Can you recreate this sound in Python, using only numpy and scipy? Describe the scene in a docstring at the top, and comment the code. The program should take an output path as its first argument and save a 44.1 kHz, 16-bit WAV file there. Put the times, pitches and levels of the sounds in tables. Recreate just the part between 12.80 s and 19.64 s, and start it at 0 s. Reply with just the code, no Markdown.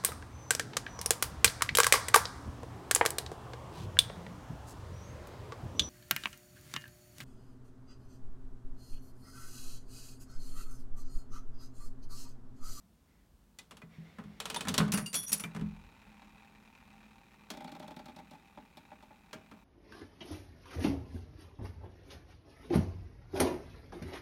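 """An old one-armed bandit in a quiet room, over steady hum and hiss made of banded noise.
The lever rubs (noise with a squeak), clicks over a ratchet and trips the mechanism with a clunk that booms
the cabinet: blows are decaying noise bands, clear notes decaying sines. The coin rings down its chute into
the cash box. A clockwork governor whirs as trains of ticks to the end; stop arms drop, and a reel
coasts on, tooth by tooth, then rocks to rest."""
import sys
import numpy as np
from scipy import signal
from scipy.fft import next_fast_len
from scipy.io import wavfile

SR = 44100
rng = np.random.default_rng(int(sys.argv[2]) if len(sys.argv) > 2 else 0)


def generate_wav(sig):
    """Save sig (samples, or channels by samples) to the path in sys.argv[1] as 16-bit PCM at SR."""
    pcm = np.round(np.clip(np.atleast_2d(sig).T, -1, 1) * 32767).astype(np.int16)
    wavfile.write(sys.argv[1], SR, pcm)


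N = 301644
TIME = np.arange(N) / SR
RING_TIME = TIME[:SR * 3 // 4]
BAND_HZ = 1000 * 2 ** (np.arange(-14, 13) / 3)   # third octaves
BOUNCE_S = 0.01

# pawl drops over the ratchet teeth: start_s
RATCHET_S = [1.6013, 1.6552, 1.7, 1.7443, 1.7608, 1.8076]
# frame resonances: centre_hz, width_hz, boost_db
FRAME_PEAKS = [(429, 50, 8), (614, 9.8, 6.5), (1086, 6.3, 6), (1485, 22, 3.5)]
# colour of blows on arms and reels: band_hz, level_db (per third octave)
STOP_COLOUR = [(60, -17), (110, -17), (200, 5.5), (400, -8), (550, -14), (800, -11), (1300, -13),
               (2600, -18.5), (3600, -8.5), (5500, -8.5), (9000, -13.5), (15000, -16.5)]


def from_db(db):
    """Decibels to gain."""
    return 10 ** (np.asarray(db) / 20)


def per_band(points):
    """Spectrum (Hz, dB) read at the band centres, as a column."""
    hz, level_db = np.transpose(points)
    return np.interp(np.log(BAND_HZ), np.log(hz), level_db)[:, None]


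def coloured(bands, colour):
    """Noise with the given third-octave spectrum."""
    return from_db(per_band(colour)[:, 0]) @ bands


def add(out, start_s, sound):
    """Mix a sound in at its start time."""
    at = round(start_s * SR)
    out[at:at + len(sound)] += sound[:N - at]


def noise_bands():
    """Third-octave bands of noise, each with rms 1."""
    white = rng.standard_normal((2, N + SR))
    edge = 2 ** (1 / 6)
    bands = []
    for k, hz in enumerate(BAND_HZ):
        sos = signal.butter(2, [hz / edge, hz * edge], "band", fs=SR, output="sos")
        bands.append(signal.sosfilt(sos, white[k % 2])[SR:])   # drop the filter's settling
    bands = np.array(bands)
    return bands / bands.std(axis=1, keepdims=True)


def drift(knots_per_s):
    """Random wander: straight lines between normal knots of spread 1."""
    knots = rng.standard_normal(N // 100)
    return np.interp(TIME * knots_per_s, np.arange(len(knots)), knots)


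def resonate(x, peaks):
    """Two-pole resonators in parallel with the sound lift each peak in turn."""
    for hz, width_hz, boost_db in peaks:
        r = np.exp(-np.pi * width_hz / SR)
        zeros = np.array([1, 0, -1]) * (1 - r * r) / 2
        poles = [1, -2 * r * np.cos(2 * np.pi * hz / SR), r * r]
        x = x + (from_db(boost_db) - 1) * signal.lfilter(zeros, poles, x)
    return x


def ring(modes, hits, spread_db, rise_s):
    """Each hit (s, dB) sets every mode (Hz, dB, t60 s) ringing with a strength of its own."""
    hz, mode_db, t60_s = np.transpose(modes)[:, :, None]
    envelope = from_db(mode_db - 60 * RING_TIME / t60_s) * (1 - np.exp(-RING_TIME / rise_s))
    waves = envelope * np.sin(2 * np.pi * hz * RING_TIME)
    out = np.zeros(N)
    for start_s, level_db in hits:
        add(out, start_s, from_db(level_db + spread_db * rng.standard_normal(len(hz))) @ waves)
    return out


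def blows(bands, hits, colour, alike, bass_slowness, tail_db, tail_t60_s, rise_cycles):
    """Hits (s, click dB, clack dB, thud dB, t60 s at 1 kHz) excite crowded modes: crack, then case and room."""
    size, hz = len(RING_TIME), BAND_HZ[:, None]
    starts = rng.integers(0, N - size, len(hits) + 1)
    body = bands[:, starts[0]:starts[0] + size]
    slow = (1000 / hz) ** bass_slowness   # low modes last longer
    rise = 1 - np.exp(-RING_TIME * hz / rise_cycles)   # and build up later
    fall = -np.log(1000) * RING_TIME / slow
    tail = from_db(tail_db) * slow * np.exp(fall / tail_t60_s)
    out = np.zeros(N)
    for at, (start_s, click_db, clack_db, thud_db, t60_s) in zip(starts[1:], hits):
        force = per_band([(230, thud_db), (500, clack_db), (1800, clack_db), (4000, click_db)])
        strength_db = force + per_band(colour)
        # the same body answers every blow, a little differently each time
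        modes = np.sqrt(alike) * body + np.sqrt(1 - alike) * bands[:, at:at + size]
        envelope = rise * (np.exp(fall / t60_s) + tail)
        add(out, start_s, from_db(strength_db[:, 0]) @ (modes * envelope))
    return out


def jangle(hits, low_hz, high_hz, max_db, mean_t60_s, count):
    """Crowded steel parts ring briefly; each hit (s, click dB, clack dB) finds different ones."""
    out = np.zeros(N)
    brief = RING_TIME[:SR // 5]
    for start_s, click_db, clack_db, *_ in hits:
        place, life, force = rng.random((count, 3)).T[:, :, None]
        hz = low_hz * (high_hz / low_hz) ** place
        level_db = np.where(hz > 3000, click_db, clack_db) + max_db + 20 * np.log10(force + 1e-9)
        decay = from_db(level_db - 60 * brief / (mean_t60_s * (.5 + life)))
        add(out, start_s, np.sum(decay * np.sin(2 * np.pi * hz * brief), axis=0))
    return out


def fluttering(x, bands):
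    """A note flutters in level and phase as the part that carries it turns and grazes its neighbours."""
    phase_rad = .6 * drift(knots_per_s=110)
    turned = np.real(signal.hilbert(x, next_fast_len(N))[:N] * np.exp(1j * phase_rad))
    return turned * (1 + .1 * bands[BAND_HZ < 260].sum(axis=0))


def contact(start_s, level_db, hardness_db, thud_db):
    """A blow as (s, click dB, clack dB, thud dB): hardness adds click and takes away thud."""
    return start_s, level_db + hardness_db, level_db, level_db + thud_db - 0.19 * hardness_db


def room(bands):
    """Steady hum and hiss: noise bands, played backwards."""
    # room noise: band_hz, level_db (per third octave)
    room_colour = [(30, -82), (45, -74), (70, -75.5), (110, -79.5), (200, -72.5), (320, -82), (550, -85),
                   (900, -84), (2000, -88.5), (15000, -86)]
    return coloured(bands[:, ::-1], room_colour)


def rubbing(fade_db_per_s):
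    """Strength of the rub: each stroke swells, drifts in level and lets go."""
    # lever strokes: start_s, end_s, level_db
    strokes = [(0.25, 0.49, -73), (1.075, 1.64, -60), (1.642, 1.954, -57.5)]
    edge_s = 0.047
    strength = np.zeros(N)
    for start_s, end_s, level_db in strokes:
        gate = np.clip(np.minimum(TIME - start_s, end_s - TIME) / edge_s, 0, 1)
        strength += from_db(level_db - fade_db_per_s * np.clip(TIME - start_s, 0, 1)) * gate
    return strength


def lever_rub(bands):
    """The lever rubs in its bearing, which grips and eases; a faint squeak bends with the grip."""
    # rub colour: band_hz, level_db (per third octave)
    rub_colour = [(60, -18), (170, -14), (330, -16.5), (1400, -19.5), (3200, -19.5), (6000, -26),
                  (12000, -51)]
    # squeak resonances: centre_hz, width_hz, boost_db
    squeak_peaks = [(2030, 340, 14.5), (3410, 300, 6), (5400, 330, 6)]
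    uneven_db, pitch_bend = 1.8, .035   # bend: share of pitch per unit of grip
    grip = drift(knots_per_s=14)
    friction = coloured(bands, rub_colour)
    bent_time = TIME + pitch_bend * np.cumsum(grip) / SR
    squeak = np.interp(bent_time, TIME, resonate(friction, squeak_peaks) - friction)
    # the squeak leads each stroke, the plain rub grows slightly
    strokes = rubbing(fade_db_per_s=-2) * friction + rubbing(fade_db_per_s=16) * squeak
    return from_db(uneven_db * grip) * strokes


def low_rumble(bands):
    """Rumble below 90 Hz builds and dies away: faint at first, then strong at a heavy jolt of the cabinet."""
    # rumbles: start_s, level_db
    rumbles = [(.48, -60), (2.81, -44.5)]
    rise_s, t60_s = 0.024, 0.97
    strength = np.zeros(N)
    for start_s, level_db in rumbles:
        age_s = np.maximum(TIME - start_s, 0)
        strength += from_db(level_db - 60 * age_s / t60_s) * (1 - np.exp(-age_s / rise_s))
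    return strength * bands[BAND_HZ < 90].sum(axis=0) * .5


def linkage_hits():
    """Knocks, ratchet teeth and clunks as (s, click dB, clack dB, thud dB, t60 s)."""
    # linkage knocks: start_s, level_db, hardness_db
    knock_rows = [(0.787, -53.5, 12.5), (0.9097, -49.5, 2), (0.9157, -56, -5), (0.969, -54.5, 4.5),
                  (1.0172, -51, -7.5), (1.385, -45, -11.5), (1.399, -54, -11), (1.8837, -35, 10),
                  (1.9408, -34.5, 8), (1.9789, -27.5, 8.5), (2.0019, -27, -18)]
    # one ratchet tooth: click_db, clack_db, thud_db (thud at the first tooth)
    tooth_db = (-30.5, -37, -47.5)
    # heavy levers landing: start_s, level_db
    clunk_rows = [(1.4382, -58.5), (1.852, -43), (1.872, -36.5), (2.0795, -43.5), (2.748, -47),
                  (2.7621, -44), (2.795, -54), (2.811, -49.5)]
    # a clunk about its level: click_db, clack_db, thud_db
    clunk_db = (-2.5, 2.5, 8.5)
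    winding_db_per_s = 36.5   # the thud grows as the spring is wound
    knocks = [(*contact(*row, thud_db=0), 0.061) for row in knock_rows]
    teeth = []
    for start_s in RATCHET_S:
        wound_db = winding_db_per_s * (start_s - RATCHET_S[0])
        teeth.append((start_s, *np.add(tooth_db, (0, 0, wound_db)), 0.036))
    clunks = [(start_s, *np.add(clunk_db, level_db), 0.045) for start_s, level_db in clunk_rows]
    return knocks + teeth + clunks


def linkage(bands):
    """Linkage knocks, ratchet teeth and clunks strike the frame and jangle its steel parts."""
    # blow colour: band_hz, level_db (per third octave)
    knock_colour = [(60, -24), (110, -13.5), (190, 2), (330, -15), (600, -13), (1200, -6), (2100, -10.5),
                    (3300, -8.5), (5500, -14), (9000, -12.5), (15000, -22.5)]
    hits = linkage_hits()
    knocks = blows(bands, hits, knock_colour, alike=0.52, bass_slowness=0.19,
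                   tail_db=-11.0, tail_t60_s=0.34, rise_cycles=2.43)
    metal = jangle(hits, low_hz=912, high_hz=10510, max_db=-16, mean_t60_s=0.07, count=24)
    return resonate(knocks, FRAME_PEAKS) + metal


def pings(bands):
    """Struck steel parts sing out as decaying sines: first the mechanism, then what the coin meets."""
    # modes: pitch_hz, level_db, t60_s; hits: start_s, level_db
    # latch, as the lever takes up its slack
    latch_modes = [(2020, -1.5, 0.094), (2480, 0, 0.056)]
    latch_hits = [(0.79, -49), (1.019, -47.5)]
    # pawl, on every tooth
    pawl_modes = [(946, -1.5, 0.047), (2520, -2, 0.081), (3066, 0.45, 0.069)]
    pawl_hits = [(start_s, -42.5) for start_s in RATCHET_S]
    # catch, snapping in near the end of the pull
    catch_modes = [(946, 2.5, 0.044), (3560, -3, .085), (9421, -6, 0.079)]
    catch_hits = [(1.763, -31.5)]
    # kicker
    kicker_modes = [(603, 1, 0.17), (1050, 4.5, 0.093), (1405, -8, 0.28), (1500, 2, 0.25),
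                    (5590, 14.5, 0.022)]
    kicker_hits = [(1.981, -35.5)]
    # gate
    gate_modes = [(2820, 4, 0.092), (4600, -9, 0.14), (4700, -4, 0.18), (9130, -2.5, 0.31)]
    gate_hits = [(2.146, -39.5), (2.26, -39.5)]
    # coin grazing on its rim
    rim_modes = [(5800, 0, 0.28)]
    rim_hits = [(2.343, -40.5), (2.465, -38.5)]
    # chute
    chute_modes = [(3390, -5, 0.29), (4300, -9.5, 0.2), (6600, -6.5, 0.2)]
    chute_hits = [(2.351, -34)]
    # lip
    lip_modes = [(6600, -9, .09), (9335, -3, .15), (14030, -10, .13)]
    lip_hits = [(2.478, -34), (2.493, -40)]
    # cash box
    box_modes = [(1275, -8.5, 0.037), (2365, -6, 0.087), (3100, -4.5, 0.034), (3550, -1.5, 0.024)]
    box_hits = [(2.638, -29)]
    parts = [(latch_modes, latch_hits), (pawl_modes, pawl_hits), (catch_modes, catch_hits),
             (kicker_modes, kicker_hits), (gate_modes, gate_hits), (rim_modes, rim_hits),
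             (chute_modes, chute_hits), (lip_modes, lip_hits), (box_modes, box_hits)]
    notes = sum(ring(modes, hits, spread_db=1.5, rise_s=.001) for modes, hits in parts)
    return fluttering(notes, bands)


def cabinet():
    """Heavy parts shake the cabinet: each thump favours the panels near its own pitch."""
    # panel modes: pitch_hz, level_db, t60_s
    panels = [(76.6, -18, 0.51), (141, -6, 0.16), (163, -1.5, 0.38), (207.4, -1.5, 0.35), (246, -4, 0.07),
              (338.2, -6, 0.066), (416, -14, 0.22)]
    # thumps: start_s, level_db, pitch_hz
    thumps = [(1.035, -44.5, 160), (1.184, -40.5, 168), (1.458, -38.5, 190), (1.876, -34, 268),
              (1.895, -36.5, 158), (1.984, -24.5, 264), (2.003, -19, 150), (2.023, -25, 206),
              (2.06, -30.5, 182), (2.14, -26, 212), (2.19, -34, 145), (2.518, -37.5, 206),
              (2.642, -35.5, 177), (2.754, -39.5, 163), (2.79, -28.5, 126), (2.821, -26, 208),
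              (6.55, -41, 127)]
    off_pitch_db_per_octave = 25.5   # up to half an octave
    out = np.zeros(N)
    for start_s, level_db, pitch_hz in thumps:
        modes = []
        for hz, panel_db, t60_s in panels:
            off_octaves = min(abs(np.log2(hz / pitch_hz)), .5)
            modes.append((hz, panel_db - off_pitch_db_per_octave * off_octaves, t60_s))
        out += ring(modes, [(start_s, level_db)], spread_db=1.5, rise_s=0.0019)
    return out


def coin(bands):
    """The coin tumbles down the steel chute; its disc modes ring longer the longer it flies free."""
    # coin strikes: start_s, level_db, hardness_db, ring_db
    strikes = [(2.120, -36.5, 10.5, -53), (2.136, -30.5, -1.5, -28.5), (2.175, -33.5, 1.5, -44),
               (2.261, -50.5, 12, -50.5), (2.33, -44.5, 10, -60.5), (2.342, -38, 11.5, -42),
               (2.351, -45.5, 13.5, -29.5), (2.431, -55.5, 11.5, -38), (2.478, -55.5, 12, -45),
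               (2.493, -50, 7, -44), (2.519, -42, 12, -23), (2.5286, -44, 20, -13), (2.543, -56, 8, -37),
               (2.574, -66, 9, -37.5), (2.597, -45.5, 7, -37.5), (2.637, -39.5, -3.5, -69.5)]
    # contact colour: band_hz, level_db (per third octave)
    contact_colour = [(60, -24), (190, 1.5), (400, -19.5), (1200, -8.5), (2400, -9), (4000, -18.5),
                      (7500, -10), (15000, -24)]
    # disc modes, some in close beating groups: pitch_hz
    disc_hz = [5655, 9852, 9871, 9770, 12900, 12922]
    # disc modes about ring_db: level_db
    disc_db = [-9.5, 0.5, -11, -16.5, -14.5, -9.5]
    t60_per_flight, rests_s = 3.1, 2.66
    hits = [(*contact(*row[:3], thud_db=-3), 0.092) for row in strikes]
    clatter = blows(bands, hits, contact_colour, alike=0.38, bass_slowness=0.16,
                    tail_db=-11.5, tail_t60_s=0.37, rise_cycles=2.8)
    chute = jangle(hits, low_hz=4200, high_hz=15770, max_db=-20.5, mean_t60_s=.12, count=60)
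    flights_s = np.diff([row[0] for row in strikes] + [rests_s])
    disc = np.zeros(N)
    for (start_s, _, _, ring_db), flight_s in zip(strikes, flights_s):
        modes = [(hz, db, t60_per_flight * flight_s) for hz, db in zip(disc_hz, disc_db)]
        disc += ring(modes, [(start_s, ring_db)], spread_db=1.0, rise_s=0.004)
    return resonate(clatter, FRAME_PEAKS) + chute + fluttering(disc, bands)


def governor(bands):
    """The timing fan ticks three times a turn, over the low rush of the spinning reels."""
    # ticks in each turn: level_db
    tick_db = [0, -3, -11]
    # whir colour: band_hz, level_db (per third octave)
    whir_colour = [(60, -31), (200, -6.5), (330, -15.5), (650, -18), (950, -16), (2400, -12.5), (3200, -16),
                   (4500, -20), (7000, -21.5), (15000, -37.5)]
    # whir resonances: centre_hz, width_hz, boost_db
    whir_peaks = [(212.9, 4.2, 12), (796.3, 10, 18), (910, 44, 13.4), (1130, 190, 4.5), (1450, 160, 4.5),
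                  (1830, 20, 5.5), (2020, 40, 6.6), (2384, 120, 6.5), (2567, 120, 9), (3880, 170, 9.1)]
    start_s, turns_per_s = 2.5585, 39.48
    uneven_db, jitter_s, tick_t60_s = 1.9, .0009, .048
    gain_db, rise_s, fade_db_per_s = -56.5, .07, 1

    gap_s = 1 / turns_per_s / len(tick_db)
    times = np.arange(start_s, TIME[-1] - gap_s, gap_s)
    at = ((times + jitter_s * rng.standard_normal(len(times))) * SR).astype(int)
    ticks = np.zeros(N)
    ticks[at] = from_db(np.resize(tick_db, len(at)) + uneven_db * rng.standard_normal(len(at)))

    # low notes ring through the gaps between ticks
    gain = from_db(per_band(whir_colour)[:, 0])
    crisp = 1 / (1 + (450 / BAND_HZ) ** 4)   # split at 450 Hz
    treble, bass = resonate(np.array([gain * crisp, gain * (1 - crisp)]) @ bands, whir_peaks)

    # a tick is part scrape, never the same twice, and part knock on the same frame
    decay = from_db(-60 * RING_TIME / tick_t60_s)
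    scrape = signal.fftconvolve(ticks, decay)[:N] * treble
    knock = signal.fftconvolve(ticks, decay * treble[:len(decay)])[:N]

    age_s = np.maximum(TIME - start_s, 0)
    strength = from_db(gain_db - fade_db_per_s * age_s) * (1 - np.exp(-age_s / rise_s))
    return strength * ((knock + bass) / 2 + .8 * scrape)


def stop_arms(bands):
    """The stop arms fall into the star wheels, bounce once and ring the frame."""
    # arm landings: start_s, level_db, hardness_db
    stops = [(3.4175, -52, -15), (4.7026, -37, 0), (6.5299, -37.5, -5.5), (6.7126, -45, -15)]
    # resonances: centre_hz, width_hz, boost_db
    stop_peaks = [(633, 11, 15), (1480, 100, 7.1), (2320, 130, 11), (3220, 170, 7.4)]
    bounce_loss_db = 9
    hits = []
    for start_s, level_db, hardness_db in stops:
        for k in range(2):
            landing = contact(start_s + k * BOUNCE_S, level_db - k * bounce_loss_db, hardness_db, thud_db=-11.5)
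            hits.append((*landing, 0.055))
    frame = blows(bands, hits, STOP_COLOUR, alike=0.76, bass_slowness=0.18,
                  tail_db=-13.5, tail_t60_s=0.29, rise_cycles=2.3)
    metal = jangle(hits, low_hz=996, high_hz=3790, max_db=-21, mean_t60_s=0.24, count=16)
    return resonate(frame, stop_peaks) + metal


def coasting():
    """The arm drops off each tooth and meets the next; drops spread out and soften as the reel slows."""
    # drop at full speed: click_db, clack_db, thud_db
    drop_db = (-56, -43, -46)
    # rebound at full speed: click_db, clack_db, thud_db
    rebound_db = (-56, -42.5, -54.5)
    start_s, first_tooth_s, teeth_to_rest, slowing_power = 4.7016, .07085, 8.247, .2094
    rebound_s, sooner_s_per_tooth = .0355, 0.0015
    drop_db_per_octave, rebound_db_per_octave = 4.5, 6   # softening per halving of speed
    speed = (1 - np.arange(int(teeth_to_rest) + 1) / teeth_to_rest) ** slowing_power
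    tooth_times = start_s + np.cumsum(first_tooth_s / speed)
    drops = []
    rebounds = [(start_s + rebound_s, *rebound_db)]   # follows the stop arm's own blow
    for k, (tooth_s, octaves) in enumerate(zip(tooth_times, np.log2(speed)), 1):
        meeting_s = tooth_s + rebound_s - k * sooner_s_per_tooth
        drops.append((tooth_s, *np.add(drop_db, drop_db_per_octave * octaves)))
        rebounds.append((meeting_s, *np.add(rebound_db, rebound_db_per_octave * octaves)))
    return drops, rebounds


def arm_chatter(bands, drops, rebounds):
    """The arm's tip clicks ahead of each drop and clatters ahead of all but the first and last rebound."""
    # slip colour: band_hz, level_db (per third octave)
    slip_colour = [(500, -40), (1300, -20), (2600, -7), (3800, 2), (5500, -5.5), (9000, -7), (15000, -13.5)]
    lead_s, clatter_db = 0.0024, -56.5
    slips = [(start_s - lead_s, click_db, click_db, click_db, 0.037) for start_s, click_db, *_ in drops]
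    clicks = blows(bands, slips, slip_colour, alike=0.22, bass_slowness=0.14,
                   tail_db=-14.0, tail_t60_s=0.16, rise_cycles=4.6)
    meetings = [(start_s - lead_s, clatter_db, clatter_db) for start_s, *_ in rebounds[1:-1]]
    return clicks + jangle(meetings, low_hz=1424, high_hz=4670, max_db=-4.5, mean_t60_s=0.075, count=10)


def stuttering(touches):
    """The arm never lands cleanly: a weaker touch follows each one after an uneven gap."""
    gaps_s = BOUNCE_S * (.5 + rng.random(len(touches)))
    return [(start_s + gap_s, *np.subtract(levels_db, 5))
            for (start_s, *levels_db), gap_s in zip(touches, gaps_s)]


def rocking():
    """The reel swings between two teeth, touching each in turn, in shorter swings that fade ever faster."""
    # soft side, then hard side: click_db, clack_db, thud_db
    sides_db = [(-67, -43.5, -54), (-53.5, -47, -54.5)]
    # loss, times the touch number squared: click_db, clack_db, thud_db
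    loss_db = (0.9, 0.37, 1)
    start_s, first_swing_s, shrink = 5.7734, .1972, .7408
    touches = []
    for k in range(5):
        touch_s = start_s + first_swing_s * (1 - shrink ** k) / (1 - shrink)
        touches.append((touch_s, *np.subtract(sides_db[k % 2], np.multiply(k * k, loss_db))))
    return touches


def reel(bands):
    """A tin reel drum rings at every touch as it coasts and rocks to rest."""
    # drum resonances: centre_hz, width_hz, boost_db
    reel_peaks = [(165.4, 9.2, 10), (257, 43, 11.2), (631, 5.8, 7), (857, 51, 13.3), (2350, 110, 12.3),
                  (3550, 410, 10.5)]
    # clear drum notes: pitch_hz, level_db (about the clack), t60_s
    drum_modes = [(616, -9, 0.12), (800, -4, 0.075)]
    drops, rebounds = coasting()
    touches = rebounds + rocking()
    hits = [(*row, 0.037) for row in drops + touches + stuttering(touches)]
    drum = blows(bands, hits, STOP_COLOUR, alike=0.6, bass_slowness=0.046,
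                 tail_db=-14.5, tail_t60_s=0.24, rise_cycles=2.75)
    note_hits = [(start_s, clack_db) for start_s, _, clack_db, *_ in hits]
    notes = ring(drum_modes, note_hits, spread_db=3, rise_s=0.0016)
    return resonate(drum, reel_peaks) + notes + arm_chatter(bands, drops, rebounds)


def scene():
    """The machine over the hum of the room, in one channel."""
    bands = noise_bands()
    lever = lever_rub(bands) + linkage(bands) + pings(bands) + cabinet()
    play = coin(bands) + governor(bands) + stop_arms(bands) + reel(bands)
    return (room(bands) + low_rumble(bands) + lever + play)[None]


def record(dry):
    """A steep low-pass cuts the top above 16.2 kHz."""
    return signal.sosfilt(signal.ellip(10, .1, 80, 16200, fs=SR, output="sos"), dry)


dry = scene()
out = record(dry)
generate_wav(out)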